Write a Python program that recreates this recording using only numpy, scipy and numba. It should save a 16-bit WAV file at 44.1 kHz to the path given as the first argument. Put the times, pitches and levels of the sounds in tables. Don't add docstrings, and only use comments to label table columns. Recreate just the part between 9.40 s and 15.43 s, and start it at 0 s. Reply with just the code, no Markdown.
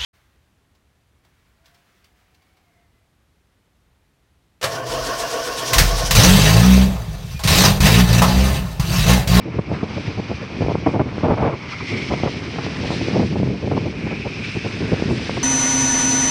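import sys
import numpy as np
from scipy import signal
from scipy.fft import rfft, irfft, next_fast_len
from scipy.io import wavfile
from scipy.ndimage import uniform_filter1d, minimum_filter1d, map_coordinates
from numba import njit

SR = 44100
rng = np.random.default_rng(int(sys.argv[2]) if len(sys.argv) > 2 else 0)


def unload_audio(sound):
    columns = np.transpose(np.atleast_2d(sound))
    steps = np.round(np.clip(columns, -1, 1) * 32767)
    wavfile.write(sys.argv[1], SR, steps.astype(np.int16))


N = 265923
TIME = np.arange(N) / SR


def undb(db):
    return 10 ** (np.asarray(db) / 20)


def unit(x):
    return x / np.sqrt(np.mean(x ** 2) + 1e-18)


def automation(table):
    times, *columns = np.transpose(table)
    return [np.interp(TIME, times, column) for column in columns]


def colour(x, eq, edge_hz=np.inf, slope=3.):
    size = 2 * next_fast_len(len(x) // 2 + 1)
    f = np.fft.rfftfreq(size, 1 / SR) + 1
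    hz, db = np.transpose(eq)
    gain = undb(np.interp(np.log(f), np.log(hz), db)) / np.sqrt(1 + (f / edge_hz) ** (2 * slope))
    cepstrum = irfft(np.log(gain))[:size // 2]
    cepstrum[0] = 0
    response = np.exp(rfft(2 * cepstrum, size))
    return unit(irfft(rfft(x, size) * response)[:len(x)])


def wobble(rate):
    return map_coordinates(rng.standard_normal(4096), [TIME * rate], order=3, mode="wrap")


def steady(x, span_s):
    return x / np.sqrt(uniform_filter1d(x ** 2, int(span_s * SR)) + 1e-9)


@njit
def bandpass(x, hz, width):
    y, band_state, low_state = np.empty(len(x)), 0., 0.
    for i in range(len(x)):
        tuning, damping = np.tan(np.pi * hz[i] / SR), width[i] / hz[i]
        band = (band_state + tuning * (x[i] - low_state)) / (1 + tuning * (tuning + damping))
        band_state = 2 * band - band_state
        low_state += 2 * tuning * band
        y[i] = damping * band
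    return y


def ring(x, hz, width_hz):
    hz, width_hz = hz * np.ones(N), width_hz * np.ones(N)
    return bandpass(bandpass(x, hz, width_hz), hz, width_hz)


def swell(centre, length, rise, fall):
    offset = 2 * (TIME - centre) / length
    near = np.abs(offset) < 20
    steepness = np.where(offset[near] < 0, rise, fall)
    envelope = np.zeros(N)
    envelope[near] = 1 / np.sqrt(1 + np.abs(offset[near]) ** (2 * steepness))
    return envelope


def eddies(rate, scatter_db, count=6000):
    times = np.cumsum(rng.gamma(2, .5 / rate, count))
    kicks = undb(scatter_db * rng.standard_normal(count)) * rng.choice([-1, 1], count)
    return unit(np.bincount((times * SR).astype(int), kicks, N)[:N])


def drops(rate, spread_db):
    hits = rng.random(N) < rate / SR
    size = undb(spread_db * np.minimum(rng.exponential(size=N), 5))
    return unit(hits * size * np.sign(rng.standard_normal(N)))


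# t/s, level/dB
WIND_STRENGTH = [(0.0, -35.5), (0.34, -29.5), (0.9, -33.5), (1.0, -32.5), (1.15, -29), (1.42, -29),
                 (1.59, -24.5), (1.75, -29), (1.96, -27), (2.2, -35.5), (2.42, -34.5), (2.67, -26), (2.95, -29),
                 (3.32, -27.5), (3.8, -24.5), (3.95, -29), (4.19, -29), (4.35, -26), (4.6, -26.5),
                 (4.75, -26.5), (5.1, -31), (5.37, -28), (5.54, -24.5), (6.03, -26.5)]
# f/Hz, level/dB
TURBULENCE_EQ = [(15, -43.5), (30, -22), (50, -11.5), (75, -2), (120, 2), (250, -3), (500, -4.5),
                 (1000, -5.5), (2000, -5.5), (6000, -14.5)]
# f/Hz, level/dB
FLAP_EQ = [(50, -35), (100, -13.5), (150, -5.5), (220, 1.5), (330, 0), (480, -4.5), (900, -55.5)]


def wind_rumble():
    flap_onset_db, flap_knee_db = 5, 4.5
    wind_db, = automation(WIND_STRENGTH)
    excess_db = wind_db - np.mean(wind_db)
    large = steady(colour(rng.standard_normal(N), TURBULENCE_EQ, edge_hz=280, slope=2.47), span_s=0.037)
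    flapping = steady(colour(rng.standard_normal(N), FLAP_EQ), span_s=0.031)
    flap_share = 1 / (2 + np.exp((flap_onset_db - excess_db) / flap_knee_db))
    body = np.sqrt(1 - flap_share) * large + np.sqrt(flap_share) * flapping
    small = colour(eddies(rate=130, scatter_db=5.5), TURBULENCE_EQ, edge_hz=775, slope=3.7)
    return body * undb(wind_db - 0.02 + 2.5 * wobble(35)) + small * undb(-39 + 1.3 * excess_db)


# f/Hz, level/dB
SURF_EQ = [(20, -12.5), (50, -3.5), (150, 14), (400, -0.5), (700, -0.5), (1000, 4), (1400, 0), (1800, -1.5),
           (3000, -7), (8000, -66)]
# centre t/s, length/s, boost/dB
WAVE_SWELLS = [(1.93, 3.2, 6.5), (5.196, 1.7, 0.5)]


def surf():
    wave_db = sum(db * swell(centre, length, rise=11, fall=11) for centre, length, db in WAVE_SWELLS)
    water = colour(drops(rate=5000, spread_db=2.5), SURF_EQ)
    return water * undb(-44.5 + wave_db + 3.1 * wobble(21.87))


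# abreast t/s, closest distance/m, base spray level at 1 m/dB, base song level at 1 m/dB
PASS_BYS = [(3.55, 4.8, -34.5, -40), (6.14, 3.57, -25.5, -35)]


def traffic_levels():
    speed_m_s, spray_ahead_db = 12.1, 3.5
    spray_power, song_power = undb(-56.5) ** 2, undb(-47.5) ** 2
    for abreast_s, aside_m, spray_db, song_db in PASS_BYS:
        along_m = speed_m_s * (abreast_s - TIME)
        distance_m = np.hypot(along_m, aside_m)
        heading = along_m / distance_m
        spray_power += (undb(spray_db + spray_ahead_db * heading) / distance_m) ** 2
        song_power += (undb(song_db) / distance_m) ** 2
    return 10 * np.log10(spray_power), 10 * np.log10(song_power)


# f/Hz, level/dB
SPRAY_EQ = [(400, -30), (1000, -4.5), (1800, 1.5), (2500, 6.5), (3000, 3), (3600, 0.5), (4400, 0),
            (5200, 0), (6200, -7.5), (6800, -20), (9000, -35)]
# f/Hz, level/dB
MIST_EQ = [(4000, -31), (6400, -4.5), (7100, 11), (8000, 7), (9000, 8), (9700, -3), (11000, -32.5)]


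def tyre_spray(traffic_db, flood_db):
    hiss = colour(drops(rate=16000, spread_db=1.5), SPRAY_EQ) * undb(3.5 + 1.24 * wobble(45))
    mist_db = -22.5 + 0.26 * (traffic_db - np.mean(traffic_db)) + 1.5 * wobble(24)
    mist = colour(drops(rate=4200, spread_db=2.5), MIST_EQ) * undb(mist_db)
    return (hiss + mist) * undb(traffic_db + flood_db)


# t/s, f/Hz, width/Hz
TREAD_RING = [(0.0, 2290, 532), (0.91, 2327, 546), (1.53, 2280, 500), (2.5, 2200, 415), (3.06, 2247, 401),
              (3.14, 2398, 525), (4.35, 2342, 515), (5.04, 2447, 548), (5.35, 2460, 647), (5.93, 2410, 600),
              (6.03, 2135, 556)]
# pitch ratio, width/Hz, relative level/dB
SOLO_GROOVES = [(0.94, 120.5, -11), (1.0, 109.5, -13), (1.06, 121, -11.5)]


def tread_song(traffic_db, flood_db):
    hz, width_hz = automation(TREAD_RING)
    hz = hz * (1 + .014 * wobble(40))
    song = unit(ring(drops(rate=6000, spread_db=3.5), hz, width_hz))
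    for ratio, groove_width_hz, db in SOLO_GROOVES:
        groove = ring(rng.standard_normal(N), hz * ratio * (1 + 0.016 * wobble(12)), groove_width_hz)
        song += unit(groove) * undb(db + 2.5 * wobble(14))
    return steady(song, span_s=0.08) * undb(traffic_db + flood_db + 0.2 + wobble(35))


# t/s, lag/ms, gain (0-1)
ROADSIDE_BOUNCE = [(0.0, 0.72, 0.08), (1.3, 0.9, 0.08), (2.3, 0.91, 0.11), (2.9, 0.95, 0.11), (3.5, 1.1, 0),
                   (4.3, 0.73, 0), (5.1, 0.78, 0.13), (6.03, 0.81, 0)]


def roadside_reflection(direct):
    lag_ms, gain = automation(ROADSIDE_BOUNCE)
    late = map_coordinates(direct, [np.arange(N) - lag_ms * SR / 1000], order=3, mode="mirror")
    return (direct + gain * late) / np.sqrt(1 + gain ** 2)


# centre t/s, length/s, relative level/dB, top edge f/Hz
BUFFET_CUES = [(0.072, 0.034, -27, 466), (0.156, 0.032, -22.5, 356), (0.192, 0.013, -19, 790),
               (0.32, 0.048, -24.5, 556), (0.435, 0.012, -21, 600), (0.575, 0.019, -24.5, 750),
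               (0.694, 0.041, -24.5, 350), (0.787, 0.022, -22.5, 610), (0.908, 0.04, -26, 686),
               (0.941, 0.0058, -21.5, 180), (1.024, 0.022, -27.5, 537), (1.223, 0.016, -17.5, 520),
               (1.306, 0.029, -20.5, 676), (1.351, 0.011, -23.5, 595), (1.382, 0.013, -22.5, 300),
               (1.468, 0.011, -10.5, 656), (1.491, 0.04, -23, 754), (1.557, 0.035, -17, 685),
               (1.608, 0.025, -14, 840), (1.666, 0.025, -27, 594), (1.855, 0.048, -16.5, 860),
               (1.914, 0.061, -16.5, 860), (2.013, 0.074, -17.5, 950), (2.095, 0.071, -20, 970),
               (2.562, 0.12, -27, 375), (2.723, 0.039, -22.5, 865), (2.86, 0.052, -23.5, 960),
               (3.192, 0.016, -26.5, 1090), (3.444, 0.026, -23.5, 590), (3.524, 0.021, -26.5, 960),
               (3.613, 0.0075, -20.5, 570), (3.76, 0.047, -18.5, 565), (3.812, 0.042, -17, 557),
               (3.862, 0.023, -28, 316), (3.964, 0.0099, -17.5, 595), (4.127, 0.06, -29.5, 560),
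               (4.236, 0.024, -23, 535), (4.277, 0.0084, -19.5, 690), (4.325, 0.022, -20.5, 950),
               (4.373, 0.013, -19, 850), (4.42, 0.068, -30, 566), (4.468, 0.028, -25, 497),
               (4.672, 0.013, -25, 830), (4.719, 0.026, -26.5, 830), (4.863, 0.024, -24, 646),
               (5.169, 0.01, -19.5, 415), (5.258, 0.021, -20.5, 640), (5.417, 0.026, -25, 365),
               (5.529, 0.021, -15, 405), (5.708, 0.021, -23.5, 755), (5.975, 0.011, -21, 770)]
# f/Hz, level/dB
BUFFET_EQ = [(15, -44), (30, -24), (50, -13), (80, -1), (120, 1.5), (220, -3.5), (420, -3), (650, -5),
             (1000, -6.5), (1600, -11), (2400, -5), (6000, -16)]


def wind_buffets():
    out, window = np.zeros(N), 8192
    churn = eddies(rate=900, scatter_db=2.5) + .5 * rng.standard_normal(N)
    pressure = steady(churn, span_s=0.008) * undb(3 * wobble(70))
    for centre, length, db, edge_hz in BUFFET_CUES:
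        start = max(int(centre * SR) - window // 2, 0)
        near = slice(start, start + window)
        gust = pressure[near] * swell(centre, length, rise=8, fall=4)[near]
        low_cut = signal.butter(1, 0.085 * edge_hz, "high", fs=SR)
        roar = colour(signal.lfilter(*low_cut, gust), BUFFET_EQ, edge_hz, slope=2.69)
        out[near] += roar * np.sqrt(length * SR / len(roar)) * undb(db)
    return out * undb(0.54)


# t/s, relative peak level/dB, top edge f/Hz
SLAP_CUES = [(0.191, -10.5, 490), (0.316, -5.5, 730), (0.431, -6.5, 617), (0.799, -13, 650),
             (0.915, -9, 850), (1.208, -8, 587), (1.221, -7, 650), (1.248, -11, 800), (1.263, -9, 750),
             (1.284, -3, 700), (1.302, -9.5, 800), (1.354, -1.5, 880), (1.462, -8, 1200), (1.465, -7, 520),
             (1.484, -6, 480), (1.491, -9, 990), (1.562, -5, 620), (1.602, -1, 800), (1.617, -6, 990),
             (1.781, -8.5, 700), (1.835, -12, 700), (1.866, -17, 600), (1.885, -3, 1000), (1.908, -11, 800),
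             (1.922, -5, 600), (1.991, -13, 850), (2.003, -10, 1000), (2.027, -1, 800), (2.042, -11.5, 700),
             (2.079, -4, 910), (2.721, -9.5, 780), (2.738, -7.5, 950), (2.835, 0, 860), (2.861, -4.5, 646),
             (3.188, -9, 1100), (3.505, -5.5, 990), (3.684, -7, 630), (3.766, -5.5, 600), (3.796, -6, 650),
             (3.831, -10, 855), (3.957, -8, 760), (4, -8, 610), (4.031, -5, 680), (4.074, -11, 487),
             (4.321, -7, 690), (4.377, -7, 650), (5.531, -4, 485), (5.623, -4.5, 560), (5.895, -4.5, 1120)]
# f/Hz, level/dB
SLAP_EQ = [(15, -40.5), (40, -22), (80, -4), (150, 2.5), (300, 1), (600, -4.5), (1200, -8.5), (6000, -21.5)]


def wind_slaps():
    out, kick, trim_db = np.zeros(N), signal.unit_impulse(4096), -1.5
    for start_s, peak_db, edge_hz in SLAP_CUES:
        push = colour(kick, SLAP_EQ, edge_hz, slope=3.48)
        start = int(start_s * SR)
        push = push[:N - start] / np.max(np.abs(push))
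        out[start:start + len(push)] += push * undb(peak_db + trim_db)
    return out


# centre t/s, length/s, level/dB, f/Hz
BOOM_CUES = [(0.325, 0.037, -23.5, 110), (0.58, 0.066, -27, 130), (0.786, 0.033, -26, 110),
             (1.233, 0.047, -24.5, 78.6), (1.307, 0.098, -24, 110), (1.902, 0.077, -23, 105),
             (2.027, 0.023, -15, 108), (2.849, 0.09, -26.5, 170), (3.78, 0.11, -20.5, 200),
             (3.923, 0.027, -16.5, 153), (4.035, 0.12, -18, 159), (4.1, 0.11, -23, 174),
             (4.397, 0.054, -27, 120)]


def wind_booms():
    out, crest_sharpening = np.zeros(N), 0.28
    for centre, length, db, hz in BOOM_CUES:
        pitch = hz * (1 + 0.13 * wobble(25))
        tone = steady(ring(rng.standard_normal(N), pitch, width_hz=110), span_s=0.018)
        octave = np.real(signal.hilbert(tone, next_fast_len(N))[:N] ** 2) / 2
        out += (tone + crest_sharpening * octave) * undb(db) * swell(centre, length, rise=2, fall=4)
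    return out


# centre t/s, length/s, spray gain/dB, song gain/dB
WATER_SHEETS = [(0.34, 0.072, 5, 0.5), (0.6, 0.26, 10, 2), (0.928, 0.23, 5, 3), (1.268, 0.2, 7.5, 4.5),
                (1.5, 0.069, 5.5, 7.5), (1.796, 0.13, 4, -8), (1.993, 0.29, 3, 4.5), (2.317, 0.027, 6, 6),
                (2.535, 0.29, 3.5, 11.5), (2.574, 0.27, 7.5, 2), (2.9, 0.27, 5, 3.5), (3.243, 0.06, 3.5, 4),
                (3.683, 0.46, 9, 3.5), (4.394, 0.087, 4, 4), (4.758, 0.27, 1, 9), (5.162, 0.32, 4, 10)]


def flood_gains():
    spray_db, song_db = np.zeros(N), np.zeros(N)
    for centre, length, sheet_spray_db, sheet_song_db in WATER_SHEETS:
        depth = swell(centre, length, rise=1.735, fall=1.735)
        spray_db += sheet_spray_db * depth
        song_db += sheet_song_db * depth
    return spray_db, song_db


# centre t/s, length/s, level/dB, f/Hz
SPLASH_CUES = [(0.412, 0.013, -36.5, 1400), (0.674, 0.0073, -31.5, 2200), (2.33, 0.018, -33, 1270),
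               (2.407, 0.0059, -33, 1160), (3.22, 0.077, -54.5, 1650), (3.56, 0.44, -41, 1910),
               (3.536, 0.047, -34.5, 3800), (4.69, 0.082, -42, 1700), (5.051, 0.014, -30.5, 2360),
               (5.12, 0.25, -51, 1710), (5.547, 0.22, -39, 1690), (5.957, 0.31, -40, 1950)]


def tyre_splashes():
    out, water = np.zeros(N), drops(rate=4400, spread_db=1.5)
    for centre, length, db, hz in SPLASH_CUES:
        splash = unit(ring(water, hz, width_hz=0.5 * hz))
        out += splash * undb(db) * swell(centre, length, rise=1.2, fall=1.6)
    return out


def scene():
    spray_db, song_db = traffic_levels()
    spray_flood_db, song_flood_db = flood_gains()
    tyres = tyre_spray(spray_db, spray_flood_db) + tread_song(song_db, song_flood_db) + tyre_splashes()
    wind = wind_rumble() + wind_buffets() + wind_slaps() + wind_booms()
    return (wind + surf() + roadside_reflection(tyres))[None]


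def record(dry):
    knee_db, duck_slope, release_s, makeup_db = -19, 0.34, 0.14, 0.5
    ceiling_db, limiter_s, top_hz = -4, 0.0028, 9650
    pole = np.exp(-1 / (release_s * SR))
    power = signal.lfilter([1 - pole], [1, -pole], dry ** 2)
    ducked = dry / (1 + power / undb(knee_db) ** 2) ** (duck_slope / 2) * undb(makeup_db)
    span = int(limiter_s * SR)
    allowed_gain = 1 / np.maximum(1, np.abs(ducked) / undb(ceiling_db))
    limited = ducked * uniform_filter1d(minimum_filter1d(allowed_gain, span), span)
    high_cut = signal.ellip(12, .2, 80, top_hz, fs=SR, output="sos")
    return signal.sosfilt(high_cut, limited)


dry = scene()
out = record(dry)
unload_audio(out)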